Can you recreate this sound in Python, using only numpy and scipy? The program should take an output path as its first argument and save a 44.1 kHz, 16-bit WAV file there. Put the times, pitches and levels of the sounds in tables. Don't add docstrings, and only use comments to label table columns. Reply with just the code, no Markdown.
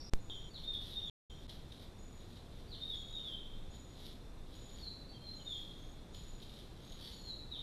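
import sys
import numpy as np
from scipy import signal
from scipy.fft import rfft, irfft
from scipy.io import wavfile
from scipy.ndimage import uniform_filter1d

SR = 44100
rng = np.random.default_rng(int(sys.argv[2]) if len(sys.argv) > 2 else 0)


def invert_db(level):
    return 10 ** (np.asarray(level, dtype=float) / 20)


def store_wav(level_fs):
    pcm = np.round(np.clip(np.atleast_2d(level_fs), -1, 1) * 32767)
    wavfile.write(sys.argv[1], SR, pcm.T.astype(np.int16))


N = 336042


def evened(x):
    return x / np.sqrt(np.mean(x ** 2) + 1e-20)


def add(mix, start_s, sound):
    part = mix[round(start_s * SR):][:len(sound)]
    part += sound[:len(part)]


def coloured(x, points):
    curve_hz, curve_db = np.transpose(points)
    hz = np.fft.rfftfreq(len(x), 1 / SR)
    gain = invert_db(np.interp(np.log(hz + 1), np.log(curve_hz), curve_db))
    return evened(irfft(rfft(x) * gain, len(x)))


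def fuzzy(pitch_hz, width_hz, size):
    r = np.exp(-np.pi * width_hz / SR)
    envelope = rng.standard_normal(size) + 1j * rng.standard_normal(size)
    envelope = signal.lfilter([1], [1, -2 * r, r * r], envelope)
    carrier = np.exp(2j * np.pi * pitch_hz * np.arange(size) / SR)
    return evened((envelope * carrier).real)


def echoes(x, t60, rise_s, wet_db, near_db=-33.0, near_t60=.2):
    t = np.arange(2 * SR) / SR
    hits = rng.random(len(t)) < 1 / 8
    taps = rng.standard_normal(len(t)) * hits * (1 - np.exp(-t / rise_s))
    far = taps * invert_db(-60 * t / t60)
    near = taps * invert_db(-60 * t / near_t60)
    tail = invert_db(wet_db) * far / np.linalg.norm(far) + invert_db(near_db) * near / np.linalg.norm(near)
    return x + signal.fftconvolve(x, tail)[:N]


def preamp_and_bands():
    # pitch_hz, density_db [dB per Hz]
    noise_curve = [(12, -20), (20, 7.5), (35, -5), (65, -6), (103, -9), (371, -18.5), (501, -22),
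                   (864, -28), (1760, -35.5), (1960, -36.5), (2790, -37), (3670, -52.5), (4440, -40.5),
                   (5840, -43.5), (13600, -49.5)]
    # pitch_hz, width_hz, level_db
    bands = [(3600, 430, -72.5), (4120, 73, -77), (5660, 50, -87.5)]
    sound = invert_db(-50) * coloured(rng.standard_normal(N), noise_curve)
    for pitch_hz, width_hz, level_db in bands:
        sound = sound + invert_db(level_db) * fuzzy(pitch_hz, width_hz, N)
    return sound


def trill(length_s, first_hz, held_hz, level_db, climb, per_s, depth, sweep_hz):
    wander_hz = 22
    t = np.arange(0, length_s, 1 / SR)
    stroke = 2 * np.pi * per_s * t
    climbed = t / (climb * length_s)
    effort = evened(uniform_filter1d(rng.standard_normal(len(t)), size=900))
    hz = first_hz + (held_hz - first_hz) * np.minimum(climbed, 1) - sweep_hz * np.sin(stroke)
    hz = hz + wander_hz * effort
    swell = np.maximum(1 - depth * (1 + np.cos(stroke)), 0) * np.minimum(0.23 + climbed, 1)
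    swell = swell * invert_db(2.5 * effort)
    tone = np.sin(2 * np.pi * np.cumsum(hz) / SR)
    return invert_db(level_db) * swell * tone * signal.windows.tukey(len(t), .14)


def crickets():
    # start_s, length_s, pitch_hz, width_hz, level_db
    singers = [
        (.98, .45, 5700, 120, -77),
        (0, .1, 5520, 220, -58),
        (0, .1, 5000, 500, -63),
        (.005, .03, 4600, 200, -62),
    ]
    # start_s, length_s, level_db
    trills = [
        (0.185, 0.3, -69),
        (1.045, .27, -71),
        (1.972, 0.24, -68.5),
        (2.93, 0.24, -68.5),
        (3.692, 0.23, -68.5),
        (4.535, 0.24, -68.5),
        (5.343, 0.25, -68),
        (6.107, .29, -68.5),
        (7.106, 0.22, -68),
    ]
    # start_s, length_s, first_hz, last_hz, level_db
    climbs = [
        (5.766, 0.18, 6270, 6750, -62),
        (6.816, .155, 6500, 6730, -59),
    ]
    far, near, thin = np.zeros((3, N))
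    for start_s, length_s, pitch_hz, width_hz, level_db in singers:
        size = round(length_s * SR)
        tone = fuzzy(pitch_hz, width_hz, size)
        add(thin, start_s, invert_db(level_db) * tone * signal.windows.tukey(size, .1))
    for start_s, length_s, level_db in trills:
        add(far, start_s, trill(length_s, 6520, 6870, level_db, climb=.08, per_s=43, depth=.33, sweep_hz=50))
    for start_s, *row in climbs:
        add(near, start_s, trill(*row, climb=.9, per_s=42.5, depth=2.2, sweep_hz=150))
    far = echoes(far, t60=1.1, rise_s=.002, wet_db=1., near_db=3, near_t60=.15)
    near = echoes(invert_db(2.0) * near, t60=0.24, rise_s=0.0029, wet_db=-5)
    return far + near + thin


def dropout_gain():
    # cut_s, back_s, cut_gain [0-1], gain just before coming back [0-1]
    dropouts = [
        (.099, .135, 0, .45),
        (1.0986, 1.299, 0, 0),
        (1.47, 1.479, .1, .2),
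    ]
    cut_s, return_s = .0005, .0035
    points = []
    for start_s, back_s, low, late in dropouts:
        points += [(start_s - cut_s, 1), (start_s, low)]
        points += [(back_s - return_s / 2, late), (back_s + return_s / 2, 1)]
    return np.interp(np.arange(N) / SR, *np.transpose(points))


def switch_on():
    t = np.arange(SR // 2) / SR
    step = 1 / (1 + np.exp(-(t - .00033) / .00001))
    discharge = (1.15 * np.exp(-t / .034) - .15 * np.exp(-t / .15)) * step
    ring = np.cos(2 * np.pi * 5200 * (t - .00038)) * np.exp(-((t - .00036) / .00008) ** 2)
    bounce = -.17 * np.roll(ring, 68)
    sputter = invert_db(-37 - 60 * t / .15) * rng.standard_normal(len(t))
    return invert_db(-21.7) * (discharge + .5 * ring + bounce + sputter)


def contour(kind, start_s, length_s, high_hz, low_hz, level_db):
    easy_hz, strain_db_per_khz = 4200, -28.5
    held, sliding, scoop_hz, swell_db, fade_db = kind
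    u = np.linspace(0, 1, num=40)
    down = np.sin(np.pi / 2 * np.clip((u - held) / sliding, 0, 1)) ** 2
    onset = np.exp(-u / 0.1336)
    hz = high_hz + (low_hz - high_hz) * (down - down[0]) / (1 - down[0]) - scoop_hz * onset
    strain_db = strain_db_per_khz * np.maximum(hz - easy_hz, 0) / 1000
    db = level_db + swell_db * onset + fade_db * u ** 2 + strain_db
    return np.transpose([start_s + length_s * u, hz, db])


def whistle(notes, wobble_hz):
    out = np.zeros(N)
    quaver_hz = wobble_hz * evened(uniform_filter1d(rng.standard_normal(N), size=300))
    for rows in notes:
        s, hz, db = np.transpose(rows)
        t = np.arange(s[0], s[-1], 1 / SR)
        pitch_hz = np.interp(t, s, hz) + quaver_hz[round(s[0] * SR):][:len(t)]
        tone = np.sin(2 * np.pi * np.cumsum(pitch_hz) / SR)
        add(out, s[0], invert_db(np.interp(t, s, db)) * tone * signal.windows.tukey(len(t), .12))
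    return out


def bird():
    plunge = -0.4, 1.5, 4, -0.5, -22
    hook = .62, .5, 0, -1, -15
    arch = .4, .45, 170, -5, -5
    slide = -0.07, 0.76, 3, -4, -15.5
    level = 0.15, 0.66, 73, -2, -4
    # start_s, length_s, high_hz, low_hz, level_db
    plunges = [
        (0.531, 0.057, 4530, 2900, -43.5),
        (2.704, 0.054, 4630, 2805, -43),
        (7.505, .075, 4084, 2905, -41.5),
    ]
    hooks = [
        (.947, .055, 3660, 2750, -40),
        (3.147, .043, 3720, 2800, -36.5),
    ]
    arches = [
        (.625, .15, 3690, 3378, -41.5),
        (2.795, .18, 3754, 3332, -41),
    ]
    slides = [
        (1.015, .17, 3613, 3150, -44),
        (3.22, 0.17, 3600, 3140, -42.5),
        (4.786, 0.15, 4564, 4002, -42),
        (5.23, 0.118, 4210, 4100, -45.5),
        (5.185, 0.061, 4200, 4190, -55),
        (5.45, 0.16, 3724, 3263, -40),
        (7.011, 0.109, 4575, 4360, -44),
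        (7.185, 0.032, 4350, 4200, -49),
        (7.24, 0.12, 4324, 3918, -42),
        (7.575, .035, 3730, 3500, -41.5),
    ]
    levels = [
        (0.889, 0.045, 3800, 3790, -53),
        (3.07, 0.087, 3715, 3830, -51.5),
    ]
    soft_levels = [
        (0.501, 0.05, 4520, 4500, -61),
        (2.675, 0.061, 4640, 4700, -56),
        (4.756, .035, 4760, 4700, -64),
        (5.08, 0.074, 4500, 4490, -59),
        (5.13, 0.037, 3260, 3150, -63),
        (5.203, 0.04, 3230, 3180, -68),
        (5.377, 0.042, 3200, 2980, -64.5),
    ]
    kinds = (plunge, plunges), (hook, hooks), (arch, arches), (slide, slides), (level, levels)
    song_notes = [contour(kind, *row) for kind, rows in kinds for row in rows]
    song = invert_db(-13.5) * whistle(song_notes, wobble_hz=27)
    soft = invert_db(0.5) * whistle([contour(level, *row) for row in soft_levels], wobble_hz=22.2)
    song = echoes(song, t60=1.25, rise_s=.002, wet_db=9.5, near_db=11, near_t60=.36)
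    return song + echoes(soft, t60=1.1, rise_s=.002, wet_db=-1, near_db=3, near_t60=.15)


def scuffing():
    # peak_s, swell_s, fade_s, level_db
    scuffs = [(.64, 0.15, 0.079, -68), (.74, .018, 0.042, -60), (.86, 0.093, 0.24, -60.5),
              (1.43, 0.055, .06, -70.5), (1.51, .025, 0.097, -63), (1.73, .06, .12, -74.5),
              (1.84, 0.22, 0.026, -68), (2.38, 0.33, 0.038, -71), (2.6, 0.28, 0.032, -73.5),
              (2.96, 0.45, 0.11, -68), (3.29, 0.35, .12, -69), (3.76, 0.069, 0.034, -69.5),
              (4.05, .15, 0.11, -62), (4.55, 0.081, 0.12, -67), (4.81, .25, 0.12, -66.5),
              (5.28, .06, 0.17, -72), (5.54, 0.23, 0.45, -67.5), (6.15, 0.034, .3, -66.5),
              (6.43, 0.043, 0.089, -66), (6.59, 0.13, 0.079, -63.5), (6.88, 0.34, 0.3, -68.5),
              (7.065, 0.12, .15, -58.5), (7.28, 0.096, .1, -70), (7.58, .1, .1, -70)]
    span_db = 15
    t = np.arange(0, N + 64, 64) / SR
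    power = 0
    for peak_s, swell_s, fade_s, level_db in scuffs:
        away = np.maximum((peak_s - t) / swell_s, (t - peak_s) / fade_s)
        power = power + invert_db(level_db - span_db * away) ** 2
    return np.interp(np.arange(N) / SR, t, np.sqrt(power))


def leaves():
    # pitch_hz, density_db [dB per Hz]
    box_curve = [(900, -32), (1800, -8.5), (2600, -13), (3200, 5), (3800, 6.5), (4500, -2), (5500, -7.5),
                 (7500, -21), (10500, -12.5), (13000, -14), (14500, -30)]
    # start_s, peak_db
    twigs = [(1.492, -32.5), (1.719, -36.5), (1.795, -43.5), (2.2019, -42.5), (2.368, -42), (4.0532, -48),
             (4.7547, -42), (6.1435, -35.5), (6.3974, -44), (6.4207, -37), (6.493, -39), (6.919, -37.5)]
    struck = rng.random(N) < 2500 / SR
    cracks = rng.standard_normal(N) * invert_db(1.8 * np.minimum(rng.exponential(1, N), 5)) * struck
    mix = evened(cracks) * scuffing() * invert_db(5.5)
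    t = np.arange(1500) / SR
    for start_s, peak_db in twigs:
        burst = uniform_filter1d(rng.standard_normal(len(t)), size=2)
        add(mix, start_s, invert_db(peak_db - 9.5 - 60 * t / 0.043) * burst * np.minimum(t / 0.0048, 1))
    rms = np.sqrt(np.mean(mix ** 2))
    return echoes(rms * coloured(mix, box_curve), t60=0.45, rise_s=.003, wet_db=-2.5)


def thinned(x):
    hz, t, z = signal.stft(x, SR, nperseg=2048, noverlap=1024)
    smooth = uniform_filter1d(abs(z) ** 2, size=31, axis=0)
    usual = np.sqrt(uniform_filter1d(smooth, size=5, axis=1) + 1e-30)
    mood_db = 2.0 * np.repeat(rng.standard_normal((len(hz) // 24 + 1, len(t))), 24, axis=0)[:len(hz)]
    threshold_db = np.interp(hz, [5000, 8000, 11000, 13800], [-40, -7, -3, 1])[:, None] + mood_db
    kept = abs(z) > usual * invert_db(threshold_db)
    return signal.istft(z * kept, SR, nperseg=2048, noverlap=1024)[1][:N]


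def treble_patches(treble):
    hz, t, z = signal.stft(treble, SR, nperseg=2048, noverlap=1024)
    busy = np.interp(t, np.arange(N) / SR, scuffing()) / invert_db(-70)
    kept = rng.random((len(hz) // 24 + 1, len(t))) < .22 * np.minimum(busy + .15, 3)
    z = z * np.repeat(kept, 24, axis=0)[:len(hz)]
    return invert_db(-9) * signal.istft(z, SR, nperseg=2048, noverlap=1024)[1][:N]


def scene():
    return (preamp_and_bands() + crickets() + bird() + leaves())[None]


def low_pass(x):
    return signal.sosfilt(signal.butter(12, 15720, fs=SR, output="sos"), x)


def record(dry):
    out = dry[0].copy()
    size = round(.2 * SR)
    early, lost = round(.2985 * SR), round(1.0985 * SR)
    blend = np.minimum(np.minimum(np.arange(size, 0, -1) / 200, np.arange(size) / 12), 1)
    out[early:early + size] += blend * (dry[0, lost:lost + size] - dry[0, early:early + size])
    out = thinned(out) * dropout_gain()
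    add(out, .13549, switch_on())
    lowpass = signal.firwin(401, 13750, fs=SR, window=("kaiser", 7))
    low = signal.oaconvolve(out, lowpass, "same")
    out = low + treble_patches(out - low)
    return low_pass(out[None])


dry = scene()
out = record(dry)
store_wav(out)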